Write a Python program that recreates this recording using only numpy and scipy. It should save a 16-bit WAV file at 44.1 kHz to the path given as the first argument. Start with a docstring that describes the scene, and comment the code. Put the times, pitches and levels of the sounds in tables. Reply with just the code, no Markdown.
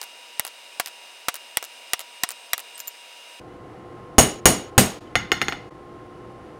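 """Hammer, hand chisel and anvil

A smith cuts a small steel piece: over hiss and a thin whine a rattle, then seven dry chisel blows, each with
rebounds, and a few clinks; over the forge's low roar three hard, ringing, clipped blows and a bouncing hammer.
Contacts are noise or pulse transients; rings are decaying modes and noise bands; backgrounds are shaped noise
plus unsteady tones."""
import sys
import numpy as np
from scipy import signal
from scipy.fft import rfft, irfft
from scipy.io import wavfile

SR = 44100
rng = np.random.default_rng(int(sys.argv[2]) if len(sys.argv) > 2 else 0)


def store_pcm(level_fs):
    """Save levels as 16-bit WAV."""
    pcm = np.round(np.clip(level_fs, -1, 1) * 32767).astype(np.int16)
    wavfile.write(sys.argv[1], SR, np.atleast_2d(pcm).T)


N = 290619
TIME = np.arange(N) / SR
RING_TIME = np.arange(int(.7 * SR)) / SR
LN_60DB = np.log(1000)

# Table levels are relative; the gains in the functions add to them.
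# hammer and chisel modes: f/Hz, level in a hard blow/dB, level in a bounce/dB, t60/s
TOOL_MODES = [(2040, -24, -25, .3), (2110, -28, -26, .36), (2880, -21, -31, .35), (2950, -22, -33, .35),
              (3520, -36, -32, .35), (4312, -33, -34, .35), (5179, -36, -41, .35), (5630, -23, -42, .36),
              (6612, -12, -30, .32), (7020, -17, -56, .33), (8450, -32, -48, .25), (9400, -18, -52, .25),
              (9480, -12, -48, .25), (9570, -19, -51, .25), (9850, -22, -43, .25), (14260, -34, -48, .26)]
# anvil modes: f/Hz, level in a hard blow/dB, level in a bounce/dB, t60/s
ANVIL_MODES = [(690, -17, -38, .27), (740, -16, -33, .27), (818, -21, -30, .25), (1416, -29, -33, .35),
               (1857, -24, -29, .3), (6650, -17, -41, .3), (7610, -32, -52, .28), (7970, -24, -54, .28),
               (8231, -11, -51, .22), (8818, -20, -55, .22), (11245, -22, -53, .22), (11785, -16, -53, .16),
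               (12690, -25, -53, .22), (12920, -23, -56, .22), (13220, -21, -53, .17),
               (14063, -16, -62, .17), (14870, -25, -64, .28), (15150, -21, -64, .18)]
# dense ringing after a light contact: f/Hz, level/dB per octave, t60/s
LIGHT_BODY = [(40, -68.5, 0.066), (180, -62.5, 0.025), (350, -32.5, 0.027), (695, -21, 0.026),
              (1400, -23, 0.046), (2817, -24.5, 0.049), (5000, -29.5, 0.056), (9000, -25.5, 0.042),
              (15000, -26, 0.026)]


def undb(db):
    """Decibels to gain."""
    return 10 ** (np.asarray(db) / 20)


def unit(x):
    """Scale to an rms of one."""
    return x / np.sqrt(np.mean(np.abs(x) ** 2))


def along(hz, table, axis=1):
    """Interpolate a table column on a log-frequency axis."""
    rows = np.array(table, float)
    log_hz = np.log(np.maximum(hz, 1))
    return np.interp(log_hz, np.log(rows[:, 0]), rows[:, axis])


def add(track, s, sound):
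    """Mix a sound into the track at time s."""
    start = max(int(s * SR), 0)
    track[start:start + len(sound)] += sound[:N - start]


def wander(t, rate_hz):
    """Complex random signal of rms one, interpolated between rate_hz knots a second."""
    knots = np.arange(0, t[-1] + 2 / rate_hz, 1 / rate_hz)
    re, im = rng.standard_normal((2, len(knots)))
    return unit(np.interp(t, knots, re + 1j * im))


def low_cut(x, hz):
    """Second-order high-pass; removes the bass below hz."""
    return signal.sosfilt(signal.butter(2, hz, "high", fs=SR, output="sos"), x)


def swell(rise_s):
    """Exponential build-up of reflections."""
    return 1 - np.exp(-RING_TIME / rise_s)


def dense_ring(table, tilt_db_per_octave=0):
    """Countless overlapping modes: half-octave-spaced noise bands, each dying at its own rate."""
    size = len(RING_TIME)
    noise = rfft(rng.standard_normal(size))
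    octave = np.log2(np.maximum(np.fft.rfftfreq(size, 1 / SR), 1))
    out = 0
    for hz in 1000 * 2 ** np.arange(-5, 4.5, .5):
        share = np.maximum(1 - 2 * np.abs(octave - np.log2(hz)), 0)
        band = unit(irfft(noise * share, size))
        level_db = along(hz, table) + tilt_db_per_octave * np.log2(hz / 2000)
        fade = np.exp(-LN_60DB * RING_TIME / along(hz, table, axis=2))
        out = out + band * undb(level_db) * fade
    return out / np.sqrt(3)  # overlapping bands: unit power per octave at 0 dB


def ring(modes, scatter=0, scatter_rate_hz=70):
    """Sum of decaying modes (f/Hz, level/dB, t60/s); reflections make each flutter by the share scatter."""
    out = 0
    for hz, db, t60_s in modes:
        phase = np.exp(2j * np.pi * rng.random())
        flutter = (phase + scatter * wander(RING_TIME, scatter_rate_hz)) / np.hypot(1, scatter)
        mode = np.exp((2j * np.pi * hz - LN_60DB / t60_s) * RING_TIME)
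        out = out + undb(db) * np.imag(flutter * mode)
    return out


def excited(modes, axis, tilt_db_per_octave=0):
    """Pick the levels for one kind of blow; a harder contact favours the high modes."""
    return [(row[0], row[axis] + tilt_db_per_octave * np.log2(row[0] / 2000), row[-1]) for row in modes]


def colour(push, spectrum):
    """Filter a push with the minimum-phase response of a spectrum; unit energy."""
    size = 2048
    gain = undb(along(np.fft.rfftfreq(size, 1 / SR), spectrum))
    cepstrum = irfft(np.log(gain))
    # fold the cepstrum so that the response is causal
    cepstrum[1:size // 2] *= 2
    cepstrum[size // 2 + 1:] = 0
    response = irfft(np.exp(rfft(cepstrum)))[:size // 2]
    out = np.convolve(push, response)
    return out / np.sqrt(np.sum(out ** 2))


def crack(length_s):
    """Steel chatters on steel: a brief burst of random signs, coloured."""
    # first contact: f/Hz, level/dB
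    spectrum = [(30, -14), (150, -8.5), (400, 5), (700, 1.5), (1400, -10), (3000, -1), (7000, -1),
                (15000, -2.5)]
    t = RING_TIME[:256]
    chatter = np.sign(rng.standard_normal(len(t)))
    return colour(chatter * np.exp(-(t / length_s) ** 4), spectrum)


def rattle(s, hop_s, db, count=4):
    """Contacts (t/s, level/dB) of a rebound: every hop is shorter, every contact weaker."""
    hop_share, hop_loss_db = .55, 4.0
    for k in range(count):
        yield s, db - k * hop_loss_db
        s = s + hop_s * hop_share ** k


def background(spectrum, db, resonances, tones, waver, low_hz):
    """Rushing air, coloured by resonances, with slightly unsteady tones."""
    hz = np.fft.rfftfreq(N, 1 / SR)
    shape_db = along(hz, spectrum)
    for f, width_hz, gain_db in resonances:
        shape_db = shape_db + gain_db / (1 + (2 * (hz - f) / width_hz) ** 2)
    noise = irfft(rfft(rng.standard_normal(N)) * undb(shape_db), N)
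    air = unit(low_cut(noise, low_hz))
    out = air * undb(db + 0.58 * wander(TIME, rate_hz=19).real)
    for f, tone_db in tones:
        unsteady = 1 + waver * wander(TIME, rate_hz=16)
        out = out + np.sqrt(2) * undb(tone_db) * np.real(unsteady * np.exp(2j * np.pi * f * TIME))
    return out


def hiss():
    """Shaped noise and a thin whine of three tones."""
    # noise: f/Hz, level/dB per Hz
    spectrum = [(60, -54.5), (150, -28), (240, -17), (400, -11.5), (510, -5), (750, -4.5), (1100, -9.5),
                (1900, -8.5), (2600, -3.5), (3300, -10.5), (6000, -15), (9000, -17), (12500, -24.5),
                (15500, -26)]
    # resonances: f/Hz, width/Hz, gain/dB
    resonances = [(2440, 200, 2.5), (2950, 380, 4.2), (3750, 400, 7.5), (3900, 120, 2), (5080, 420, 8),
                  (6160, 270, 4.4), (10100, 200, 4.85), (10600, 190, 4.3)]
    # whine: f/Hz, level/dB
    tones = [(959, -57.5), (2826, -52.5), (8484, -61)]
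    return background(spectrum, -46.2, resonances, tones, waver=0.25, low_hz=159.6)


def forge_roar():
    """Low shaped noise of the forge and the tones of its blower."""
    # noise: f/Hz, level/dB per Hz
    spectrum = [(15, -46), (25, -15.5), (112, -5.5), (243, -10), (354, -4.5), (558, -13.5), (790, -10),
                (927, -19.5), (1030, -12.5), (1150, -22), (1280, -15.5), (1630, -25), (2070, -24.5),
                (2300, -29), (15000, -54)]
    # resonances: f/Hz, width/Hz, gain/dB
    resonances = [(304, 27, 5.5), (481, 40, 6), (1221, 25, 3), (1730, 35, 4), (2020, 80, 3), (2920, 200, 5),
                  (6900, 1200, 0), (9800, 1770, 5), (14500, 3600, -5.5)]
    # blower: f/Hz, level/dB
    tones = [(118.4, -56), (354, -50.5), (501, -55.5), (1061, -53)]
    return background(spectrum, -42.7, resonances, tones, waver=0.28, low_hz=25)


def clinks():
    """The loose chisel touches the anvil and rings in two high modes; brushing steel only pings."""
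    # touches: t/s, tick/dB, ring/dB
    touches = [(2.779, -15.5, -47), (2.793, -18, -43), (2.802, -10, -30), (2.8736, -21, -32),
               (2.879, -15, -26)]
    # loose chisel: f/Hz, level/dB, t60/s
    loose_modes = [(7140, -1.5, .035), (13900, 2, .04)]
    # faint pings of steel brushing steel: t/s, level/dB, f/Hz
    pings = [(2.7455, -41, 8330), (2.7550, -35, 8330), (5.0730, -48, 3030)]
    out = np.zeros(N)
    for s, tick_db, ring_db in touches:
        add(out, s, undb(tick_db) * low_cut(crack(length_s=.0008), hz=2200))
        body = dense_ring(LIGHT_BODY, tilt_db_per_octave=3.0)
        add(out, s, undb(tick_db - 8.0) * low_cut(body, hz=700))
        add(out, s, undb(ring_db) * ring(loose_modes, scatter=1.1, scatter_rate_hz=610))
    for s, db, hz in pings:
        add(out, s, ring([(hz, db, 0.054)]))
    return out


def bounces():
    """The hammer falls on the bare face: one push and pull of air, a near reflection, then the ring."""
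    # contacts: t/s, level/dB, ring brightness/dB per octave
    contacts = [(5.1548, 1, -1.4), (5.3179, -0.5, 0.3), (5.4157, -3.5, -0.3), (5.4833, -7.5, -0.5),
                (5.5235, -12, -3)]
    # first contact: f/Hz, level/dB
    spectrum = [(40, -26), (200, -19), (500, 2), (900, -1), (2000, 2), (3300, 10.5), (5000, 10.5),
                (9000, -15), (15000, -25)]
    # dense ringing: f/Hz, level/dB per octave, t60/s
    body_table = [(60, -43, .1), (201, -32, 0.059), (393, -10.5, 0.038), (816, -33.5, 0.022),
                  (1700, -6, 0.053), (2960, -34, 0.018), (5030, -19, 0.064), (8850, -59, 0.041),
                  (15000, -59, .05)]
    # workshop reverberation: f/Hz, level/dB per octave, t60/s
    room_table = [(40, -47, 0.36), (128, -28.5, 0.33), (350, -41.5, 0.63), (600, -50, 0.48),
                  (1400, -31.5, 0.44), (2800, -35, 0.43), (5000, -37.5, 0.36), (9000, -57, .33),
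                  (15000, -68, .28)]
    reflection_s = .0044
    out = np.zeros(N)
    t = (RING_TIME[:64] - .0003) / .00011
    snap = np.abs(t) == np.abs(t).min()  # single sample at the centre
    push = colour(-t * np.exp(-t ** 2 / 2) + .5 * snap, spectrum)
    for s, db, tilt_db in contacts:
        add(out, s, undb(db + 10.0) * push)
        add(out, s + reflection_s, undb(db - 0.5) * push)
        body = swell(rise_s=0.0012) * dense_ring(body_table)
        room = swell(rise_s=0.01) * dense_ring(room_table)
        add(out, s, undb(db) * (body + room))
        # the handle soon damps the head; the room carries the rest
        handle = undb(-2 + 12.6 * np.exp(-RING_TIME / 0.017))
        modes = excited(TOOL_MODES + ANVIL_MODES, axis=2, tilt_db_per_octave=tilt_db)
        ring_db = -2.5 + 0.98 * db  # the ring follows the strength of the bounce
        add(out, s, undb(ring_db) * handle * ring(modes, scatter=2.3, scatter_rate_hz=117))
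    return out


def light_blows():
    """The gloved hand damps the chisel: a push, a crack, a very short ring, then smaller rebounds."""
    # blows: t/s, crack/dB, push/dB, knock of the work/dB, chisel ring/dB
    blows = [(.3960, 2.5, -2, -13.5, -3.5), (.7980, -2.5, -6, .5, -5.5), (1.2843, -3.5, -35, 2.5, 0),
             (1.5711, 4.5, -2.5, -5.5, 2), (1.934, 3, -6.5, -3.5, 1), (2.2350, 0, -3, 1, 2),
             (2.5330, 1.5, -7, -4, 5)]
    # hammer rattling on the chisel, once at the start and after each blow: t/s, first hop/s, level/dB
    rattles = [(0.0154, 0.014, -10), (0.4503, 0.017, -9.5), (0.8604, .0127, -11), (1.3425, .0128, -10),
               (1.6269, .0142, -10.5), (1.9936, .0117, -11), (2.2900, .0162, -8), (2.5798, 0.014, -10)]
    # work knocking on the anvil: f/Hz, level/dB, t60/s
    knock_modes = [(707, -22, 0.041), (1158, -27, 0.041), (1370, -30, 0.029)]
    # chisel pressed on the work: f/Hz, level/dB, t60/s
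    held_modes = [(1936, -17.5, 0.022), (2130, -27, 0.043), (2450, -29.5, 0.02), (2833, -32.5, .05),
                  (3380, -28.5, 0.043), (3865, -25.5, 0.028), (5640, -27.5, 0.047)]
    out = np.zeros(N)
    push = RING_TIME / .0003 * np.exp(-RING_TIME / .0003)
    for s, crack_db, push_db, knock_db, ring_db in blows:
        add(out, s, undb(crack_db + 5.0) * low_cut(crack(length_s=0.0016), hz=740))
        add(out, s, undb(push_db - 12.5) * low_cut(push, hz=92))
        modes = undb(knock_db) * ring(knock_modes) + undb(ring_db) * ring(held_modes)
        body_db = 1.1 + .45 * knock_db  # the dense ring grows with the knock
        body = undb(body_db) * dense_ring(LIGHT_BODY, tilt_db_per_octave=0.86)
        add(out, s, swell(rise_s=0.00025) * (body + modes))
    for start_s, hop_s, first_db in rattles:
        for s, db in rattle(start_s, hop_s, first_db):
            body = dense_ring(LIGHT_BODY, tilt_db_per_octave=1.5)
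            add(out, s, undb(db - 4.5) * low_cut(body, hz=400))
            add(out, s, undb(db + 4.5) * low_cut(crack(length_s=0.00037), hz=895))
    ceiling = 0.97
    return out / (1 + (out / ceiling) ** 4) ** .25  # rounds off the sharpest peaks


def hard_blows():
    """A full swing rings hammer, chisel and anvil, rocks the stand and fills the workshop."""
    # blows: t/s, thud/dB, tool ring/dB, brightness/dB per octave, ring length/s
    blows = [(4.1826, 3, 0, -2.5, .225), (4.4559, 2, -0.5, -2.5, .252), (4.779, 3.5, -7.5, -1.7, .4)]
    # dense ringing: f/Hz, level/dB per octave, t60/s
    body_table = [(35, -25, 0.067), (101, -24, 0.085), (307, -18.5, 0.16), (690, -11, 0.1),
                  (1340, -10.5, 0.072), (2800, -9.5, 0.1), (5000, -16, 0.23), (10200, -8, 0.27),
                  (15100, -21, .12)]
    # workshop reverberation: f/Hz, level/dB per octave, t60/s
    room_table = [(40, -45.5, 0.29), (181.3, -23, 0.25), (400, -21, 0.41), (800, -26, 0.45),
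                  (1400, -21, 0.35), (2800, -20, 0.41), (5000, -19, 0.38), (9950, -27, .38),
                  (15000, -33.5, 0.35)]
    # anvil rocking on its stand: f/Hz, level/dB, t60/s
    stand_modes = [(58.9, -26, 0.31), (92, -21, 0.27), (135.5, -10.5, 0.19), (193.7, -13.5, 0.26),
                   (236.5, -13.5, 0.29), (321.4, -24.5, .3), (425, -21.5, .28), (560.4, -25.5, 0.26),
                   (640, -21.5, 0.26)]
    blow_db, anvil_db = -2, -4.5
    out = np.zeros(N)
    for s, thud_db, tool_db, tilt_db, length_s in blows:
        body = dense_ring(body_table, tilt_db)
        room = swell(rise_s=.015) * dense_ring(room_table, tilt_db)
        # the tools shriek until the grip damps them; the room carries the rest
        grip = undb(-1.5 + 10.0 * np.exp(-RING_TIME / 0.016))
        tool_ring = ring(excited(TOOL_MODES, axis=1), scatter=2.2, scatter_rate_hz=170)
        tools = undb(tool_db) * grip * tool_ring
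        anvil_ring = ring(excited(ANVIL_MODES, axis=1), scatter=.4, scatter_rate_hz=130)
        anvil = undb(anvil_db) * anvil_ring
        stand_ring = ring(stand_modes, scatter=0.62, scatter_rate_hz=55)
        thud = undb(thud_db) * swell(rise_s=0.016) * stand_ring
        ending = np.clip((length_s - RING_TIME) / .012, 0, 1)
        add(out, s, undb(blow_db) * (body + room + tools + anvil + thud) * ending)
        add(out, s, undb(blow_db + 13.5) * crack(length_s=0.0019))
    return out


def scene():
    """Hiss gives way to the forge's roar under the blows; the level dips briefly twice."""
    # dips: t/s, half width/s, depth/share
    dips = [(5.000, 0.0097, 0.83), (5.701, 0.0071, 0.87)]
    forge_start_s, fade_s = 3.395, 0.008
    roar = np.clip((TIME - forge_start_s) / fade_s, 0, 1)
    mix = (1 - roar) * hiss() + roar * forge_roar()
    mix = mix + clinks() + bounces() + light_blows() + hard_blows()
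    for s, width_s, depth in dips:
        mix = mix * (1 - depth * np.exp(-((TIME - s) / width_s) ** 4))
    return mix[None]


def record(dry):
    """Overload clips the mix at full scale; an elliptic low-pass then cuts the top."""
    top_hz = 16200
    clipped = np.clip(dry, -1, 1)
    return signal.sosfilt(signal.ellip(8, .2, 70, top_hz, fs=SR, output="sos"), clipped)


dry = scene()
out = record(dry)
store_pcm(out)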